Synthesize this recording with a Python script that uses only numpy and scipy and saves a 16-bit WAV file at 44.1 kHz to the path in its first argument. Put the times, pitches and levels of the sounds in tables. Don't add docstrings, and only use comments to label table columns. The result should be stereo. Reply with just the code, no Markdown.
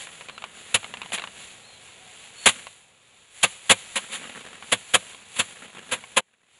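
import sys
import numpy as np
from scipy import signal
from scipy.fft import rfft, irfft, next_fast_len
from scipy.io import wavfile
from scipy.ndimage import map_coordinates

SR = 44100
rng = np.random.default_rng(int(sys.argv[2]) if len(sys.argv) > 2 else 0)


def master(y):
    cut = np.clip(np.atleast_2d(y).T, -1, 1)
    pcm = np.round(cut * 32767)
    wavfile.write(sys.argv[1], SR, pcm.astype(np.int16))


N = 290703
T = np.arange(N) / SR

# (time [s], rise [s], hold [s], straw level [dB],
# planks [dB re straw], thump [dB re straw], swish of the swing [dB])
BLOWS = [(.741, 0.0041, 0.0078, -13, -10, -24.5, -47.5), (1.119, .016, 0.015, -26, -16, -47, -51),
         (2.457, 0.0029, 0.015, -9.5, -12, -34.5, -42.5), (2.482, 0.0065, 0.0052, -16, -18, -33, -43.5),
         (3.426, 0.0088, 0.0092, -13, -5, -27.5, -43.5), (3.693, 0.0056, 0.011, -12, -5, -30, -43.5),
         (3.704, 0.0062, 0.0096, -10.5, -6, -27, -44), (3.954, 0.0047, 0.015, -22, -8, -37, -44),
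         (4.098, .035, 0.025, -31, -15.5, -40, -46), (4.715, 0.011, 0.0068, -15, -4.5, -23, -47),
         (4.934, .012, 0.0079, -11.5, -5, -29, -44.5), (5.356, 0.0085, .008, -33, -17, -29, -47),
         (5.382, .014, .008, -17, -8, -25, -44.5), (5.91, 0.012, 0.015, -23.5, -4, -23.5, -50.5),
         (6.162, 0.0098, 0.0085, -15.5, -1, -30.5, -52)]
# (frequency [Hz], level [dB])
HUSK_SPECTRUM = [(2500, -38.5), (4500, -10.5), (6800, -0.5), (9000, -3), (11000, -1.5)]


def sheaf_blows(husk_db=-4.5, hollow_db=-22.5, knock_db=-10.5):
    # (frequency [Hz], level [dB])
    stalk_spectrum = [(40, -30), (120, -12.5), (300, -10.5), (600, -5.5), (1200, -4.5), (2000, 1),
                      (2800, 4), (3600, 2), (4500, -6), (6500, -18), (11000, -26)]
    # (frequency [Hz], t60 [s])
    board_modes = [(104, 0.15), (222, 0.039), (525, 0.076)]
    firm_db, firm_t60_s, doubling_db = -13, 0.049, 14.5
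    out, t = np.zeros(N), np.arange(SR // 3) / SR
    for start, rise, hold, db, plank_db, thump_db, _ in BLOWS:
        settle_t60 = firm_t60_s * 2 ** ((firm_db - db) / doubling_db)
        landing = np.clip(t / rise, 0, 1) ** 1.32 * decay(np.maximum(t - rise - hold, 0), settle_t60)
        straw = colour(landing * impacts(len(t), per_s=6000, spread_db=2), stalk_spectrum)
        husks = colour(landing * impacts(len(t), per_s=12000, spread_db=3.5), HUSK_SPECTRUM)
        wood = filtered(landing * impacts(len(t), per_s=5500, spread_db=0.5), plank_response)
        blow = unit(straw) + amp(husk_db) * unit(husks) + amp(plank_db) * unit(wood)
        push = np.clip(t / (rise + hold / 2), 0, 1) ** 2
        since_push = np.maximum(t - rise - hold / 2, 0)
        for (hz, t60), mode_db in zip(board_modes, [thump_db, hollow_db, plank_db + knock_db]):
            loaded_hz = hz * (1 + 0.029 * rng.standard_normal())
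            blow += amp(mode_db) * unit(np.sin(2 * np.pi * loaded_hz * t) * push * decay(since_push, t60))
        landing_rms = np.sqrt(np.mean(landing ** 2))
        add(out, start, amp(db) * landing_rms * blow)
    return out


def plank_response(hz):
    # (frequency [Hz], bandwidth [Hz], level [dB])
    modes = [(187, 18, -4), (260, 66, -8.5), (397, 36, -6), (507, 75, -2), (723, 87, 0), (1010, 220, 1.5),
             (1178, 216, 3), (1617, 130, 1), (2550, 530, -4.5)]
    return sum((-1) ** k * amp(db) * resonance(hz, centre, width)
               for k, (centre, width, db) in enumerate(modes))


def swing_gain(downswing_s=0.085, lift_s=0.24):
    bells = [amp(swish_db) * np.exp(-((T - s) / np.where(T < s, downswing_s, lift_s)) ** 2)
             for s, *_, swish_db in BLOWS]
    return np.max(bells, axis=0)


def grain_ticks(snap=4, rattle_t60_s=0.027, ring_gain=0.6, ring_t60_s=0.03, detune=0.08, gain_db=0.5):
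    # (time [s], relative peak level [dB])
    strikes = [(0.071, -26), (0.21, -23.5), (0.286, -25), (0.296, -24), (0.379, -23.5), (0.422, -25.5),
               (0.44, -17.5), (0.831, -25), (0.844, -20.5), (0.939, -19), (0.971, -25), (1.017, -18),
               (1.032, -28.5), (1.06, -24.5), (1.121, -17), (1.178, -22), (1.184, -16.5), (1.196, -20),
               (1.22, -23), (1.239, -19.5), (1.274, -22.5), (2.669, -21), (4.242, -26.5), (4.297, -24.5),
               (4.625, -25), (5.147, -29.5), (5.772, -28.5), (6.039, -27.5)]
    # (frequency [Hz], level [dB])
    contact_spectrum = [(100, -18.5), (350, -12.5), (650, -1.5), (1200, 0), (1800, -2), (2700, 1.5),
                        (3800, -3.5), (5000, -16), (7000, -21), (11000, -31.5)]
    # (frequency [Hz], level [dB])
    modes = [(1170, -3.5), (2600, -1)]
    out, t = np.zeros(N), np.arange(SR // 20) / SR
    for start, db in strikes:
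        contact = snap * (t == 0) + rng.standard_normal(len(t)) * decay(t, rattle_t60_s)
        ring = np.zeros(len(t))
        for hz, mode_db in modes:
            strength = amp(mode_db + 3 * rng.standard_normal())
            detuned_hz = hz * np.exp(detune * rng.standard_normal())
            ring += strength * np.sin(2 * np.pi * detuned_hz * t)
        tick = unit(colour(contact, contact_spectrum)) + ring_gain * unit(ring * decay(t, ring_t60_s))
        add(out, start, amp(db + gain_db) * tick / np.abs(tick).max())
    return out


def grain_patter(drop_t60_s=0.022):
    # (time [s], half length [s], level [dB])
    showers = [(.2, 1, -52.5), (1.08, .3, -46), (2.57, .08, -47.5), (4.32, 0.31, -43), (5.1, 0.2, -50.5),
               (5.75, 0.3, -44.5), (6.35, 0.16, -48)]
    # (frequency [Hz], level [dB])
    spectrum = [(60, -19.5), (130, -8.5), (210, 4.5), (330, -4.5), (500, -1), (900, -4.5), (1700, 0),
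                (3200, -3), (4500, -16.5), (10000, -22)]
    t = np.arange(SR // 50) / SR
    drops = np.abs(impacts(N, per_s=190, spread_db=1.6))
    bursts = signal.fftconvolve(drops, decay(t, drop_t60_s))[:N] * rng.standard_normal(N)
    return swells(showers) * unit(colour(bursts, spectrum))


def rustle_and_air(rustle_db=-1, swing_hiss_db=-3, handling_hiss_db=-6, distant_hiss_db=-10):
    # (time [s], half length [s], level [dB])
    handling = [(0, 0.062, -37.5), (.15, 0.12, -46.5), (.62, 0.1, -45.5), (1.44, 0.12, -44),
                (1.87, 0.071, -51.5), (2.2, 0.17, -48), (3.2, 0.15, -58), (4.35, 0.12, -49.5),
                (5.1, 0.087, -51), (6.54, 0.054, -50.5)]
    # (time [s], field air [dB], distant
    # rustle [dB])
    ambience = [(0, -57, -51.5), (1.4, -55.5, -49), (2.66, -58, -48.5), (2.73, -63.5, -58.5),
                (3.3, -64.5, -57), (3.8, -57, -46.5), (6.59, -61, -53)]
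    # (frequency [Hz], level [dB])
    rustle_spectrum = [(200, -19), (700, -9.5), (1400, -7.5), (2600, -0.5), (3600, -2.5), (5000, -11),
                       (7000, -13.5), (11000, -25.5)]
    # (frequency [Hz], level [dB])
    air_spectrum = [(25, -19), (60, -6), (110, 0), (200, -3), (330, -6), (520, -2), (800, -4.5),
                    (1200, -8.5), (3000, -22), (10000, -46)]
    air_db, distant_db = curves(ambience)
    shake = amp(1.2 * wobble(25))
    motions = np.array([swing_gain() * shake, swells(handling) * shake, amp(distant_db)])
    hiss_gains = amp([[swing_hiss_db], [handling_hiss_db], [distant_hiss_db]]) * motions
    straw = unit(colour(impacts(N, per_s=6600, spread_db=4), rustle_spectrum))
    husks = unit(colour(impacts(N, per_s=12000, spread_db=5), HUSK_SPECTRUM))
    air = unit(colour(rng.standard_normal(N), air_spectrum))
    straw_gain = amp(rustle_db) * np.linalg.norm(motions, axis=0)
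    husk_gain = np.linalg.norm(hiss_gains, axis=0)
    return straw_gain * straw + husk_gain * husks + amp(air_db) * air


def far_birds(waver=0.008):
    # (time [s], length [s], start pitch [Hz], top pitch [Hz], end pitch [Hz], level [dB])
    calls = [(.31, 0.088, 4150, 4200, 3750, -55), (1.631, 0.16, 3840, 4330, 3850, -53.5),
             (1.983, 0.162, 732, 760, 705, -59), (2.36, 0.13, 4180, 4380, 4320, -47)]
    out = np.zeros(N)
    for start, length, start_hz, top_hz, end_hz, db in calls:
        progress = np.clip((T - start) / length, 0, 1)
        arch_hz = top_hz + (start_hz - top_hz) * (1 - progress) ** 8 + (end_hz - top_hz) * progress ** 2
        hz = arch_hz * (1 + waver * wobble(100))
        envelope = amp(db + 2.8 * wobble(50)) * np.sqrt(8 * progress * (1 - progress))
        out += envelope * np.sin(2 * np.pi * np.cumsum(hz) / SR)
    return out


def stack_scatter(x):
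    # (frequency [Hz], t60 [s])
    decay_times = [(200, 0.46), (500, 0.28), (1500, .16), (9000, 0.13)]
    hz, t, noise = signal.stft(rng.standard_normal((2, SR // 2)), SR, nperseg=256)
    tail = signal.istft(noise * decay(t, along(decay_times, hz)[:, None]), SR, nperseg=256)[1]
    return signal.fftconvolve(x[None], tail / np.linalg.norm(tail[0]), axes=1)[:, :N]


def mic_pair(source, width):
    mid = source()
    side = filtered(source(), lambda hz: -1j * amp(along(width, hz)))
    return np.array([mid + side, mid - side])


def hum_notches(hz, spacing_hz=300, width_hz=32, depth=0.7, count=14):
    centres = spacing_hz * np.arange(1, count + 1)
    return 1 - depth * sum(resonance(hz, centre, width_hz) for centre in centres)


def amp(db):
    return 10 ** (np.asarray(db) / 20)


def decay(t, t60):
    return amp(-60 * t / t60)


def unit(x):
    return x / np.sqrt(np.mean(x ** 2) + 1e-20)


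def along(points, hz):
    freqs, values = np.transpose(points)
    return np.interp(np.log(hz + 1), np.log(freqs + 1), values)


def curves(rows):
    times, *columns = np.transpose(rows)
    return np.array([np.interp(T, times, column) for column in columns])


def swells(rows):
    return np.sqrt(sum(amp(db) ** 2 * np.exp(-2 * ((T - s) / half) ** 2) for s, half, db in rows))


def wobble(per_s):
    return map_coordinates(rng.standard_normal(int(N * per_s / SR) + 4), [T * per_s])


def impacts(n, per_s, spread_db):
    clicks = (rng.random(n) < per_s / SR) * rng.choice([-1, 1], n)
    return unit(clicks * amp(spread_db * rng.standard_normal(n).clip(-2, 2)))


def resonance(hz, centre, width):
    return 1j * hz * width / (centre ** 2 - hz ** 2 + 1j * hz * width)


def filtered(x, response):
    n = x.shape[-1]
    padded = 2 * next_fast_len(n // 2 + SR // 10)
    return irfft(rfft(x, padded) * response(np.fft.rfftfreq(padded, 1 / SR)), padded)[..., :n]


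def colour(x, spectrum):
    def response(hz):
        cepstrum = irfft(np.log(amp(along(spectrum, hz))))
        half = len(cepstrum) // 2
        cepstrum[1:half] *= 2
        cepstrum[half + 1:] = 0
        return np.exp(rfft(cepstrum))
    return filtered(x, response)


def add(track, start_s, sound):
    i = max(round(start_s * SR), 0)
    track[i:i + len(sound)] += sound[:max(N - i, 0)]


def scene(scatter_db=-30):
    # (frequency [Hz], side re mid [dB])
    hit_width = [(30, 0), (80, -23), (300, -27), (1000, -18.5), (2500, -11), (4000, -11), (5200, 5),
                 (7000, -4.5), (10500, -7)]
    # (frequency [Hz], side re mid [dB])
    field_width = [(100, -8), (500, -14.5), (2500, -11), (6500, -5)]
    hits = mic_pair(lambda: sheaf_blows() + grain_ticks(), hit_width)
    scatter = amp(scatter_db) * stack_scatter(hits.mean(axis=0))
    field = mic_pair(lambda: rustle_and_air() + grain_patter(), field_width)
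    return hits + scatter + field + far_birds()


def record(dry, ceiling=0.93, top_hz=11100):
    # (frequency [Hz], gain [dB])
    port_response = [(3900, 0), (4500, -2), (5100, -8.5), (5900, -5), (6600, 2), (7200, 8), (8300, 0.5),
                     (9200, 4), (10400, 8), (11200, 4.5)]
    # (time [s], gain [dB])
    level_drop = [(6.205, -0.5), (6.21, -22), (6.42, -18.5), (6.59, -7)]
    x = filtered(colour(dry, port_response), hum_notches)
    x = x * amp(curves(level_drop)[0])
    x = x / (1 + np.abs(x / ceiling) ** 10) ** (1 / 10)
    return filtered(x, lambda hz: 1 / np.sqrt(1 + (hz / top_hz) ** 220))


dry = scene()
out = record(dry)
master(out)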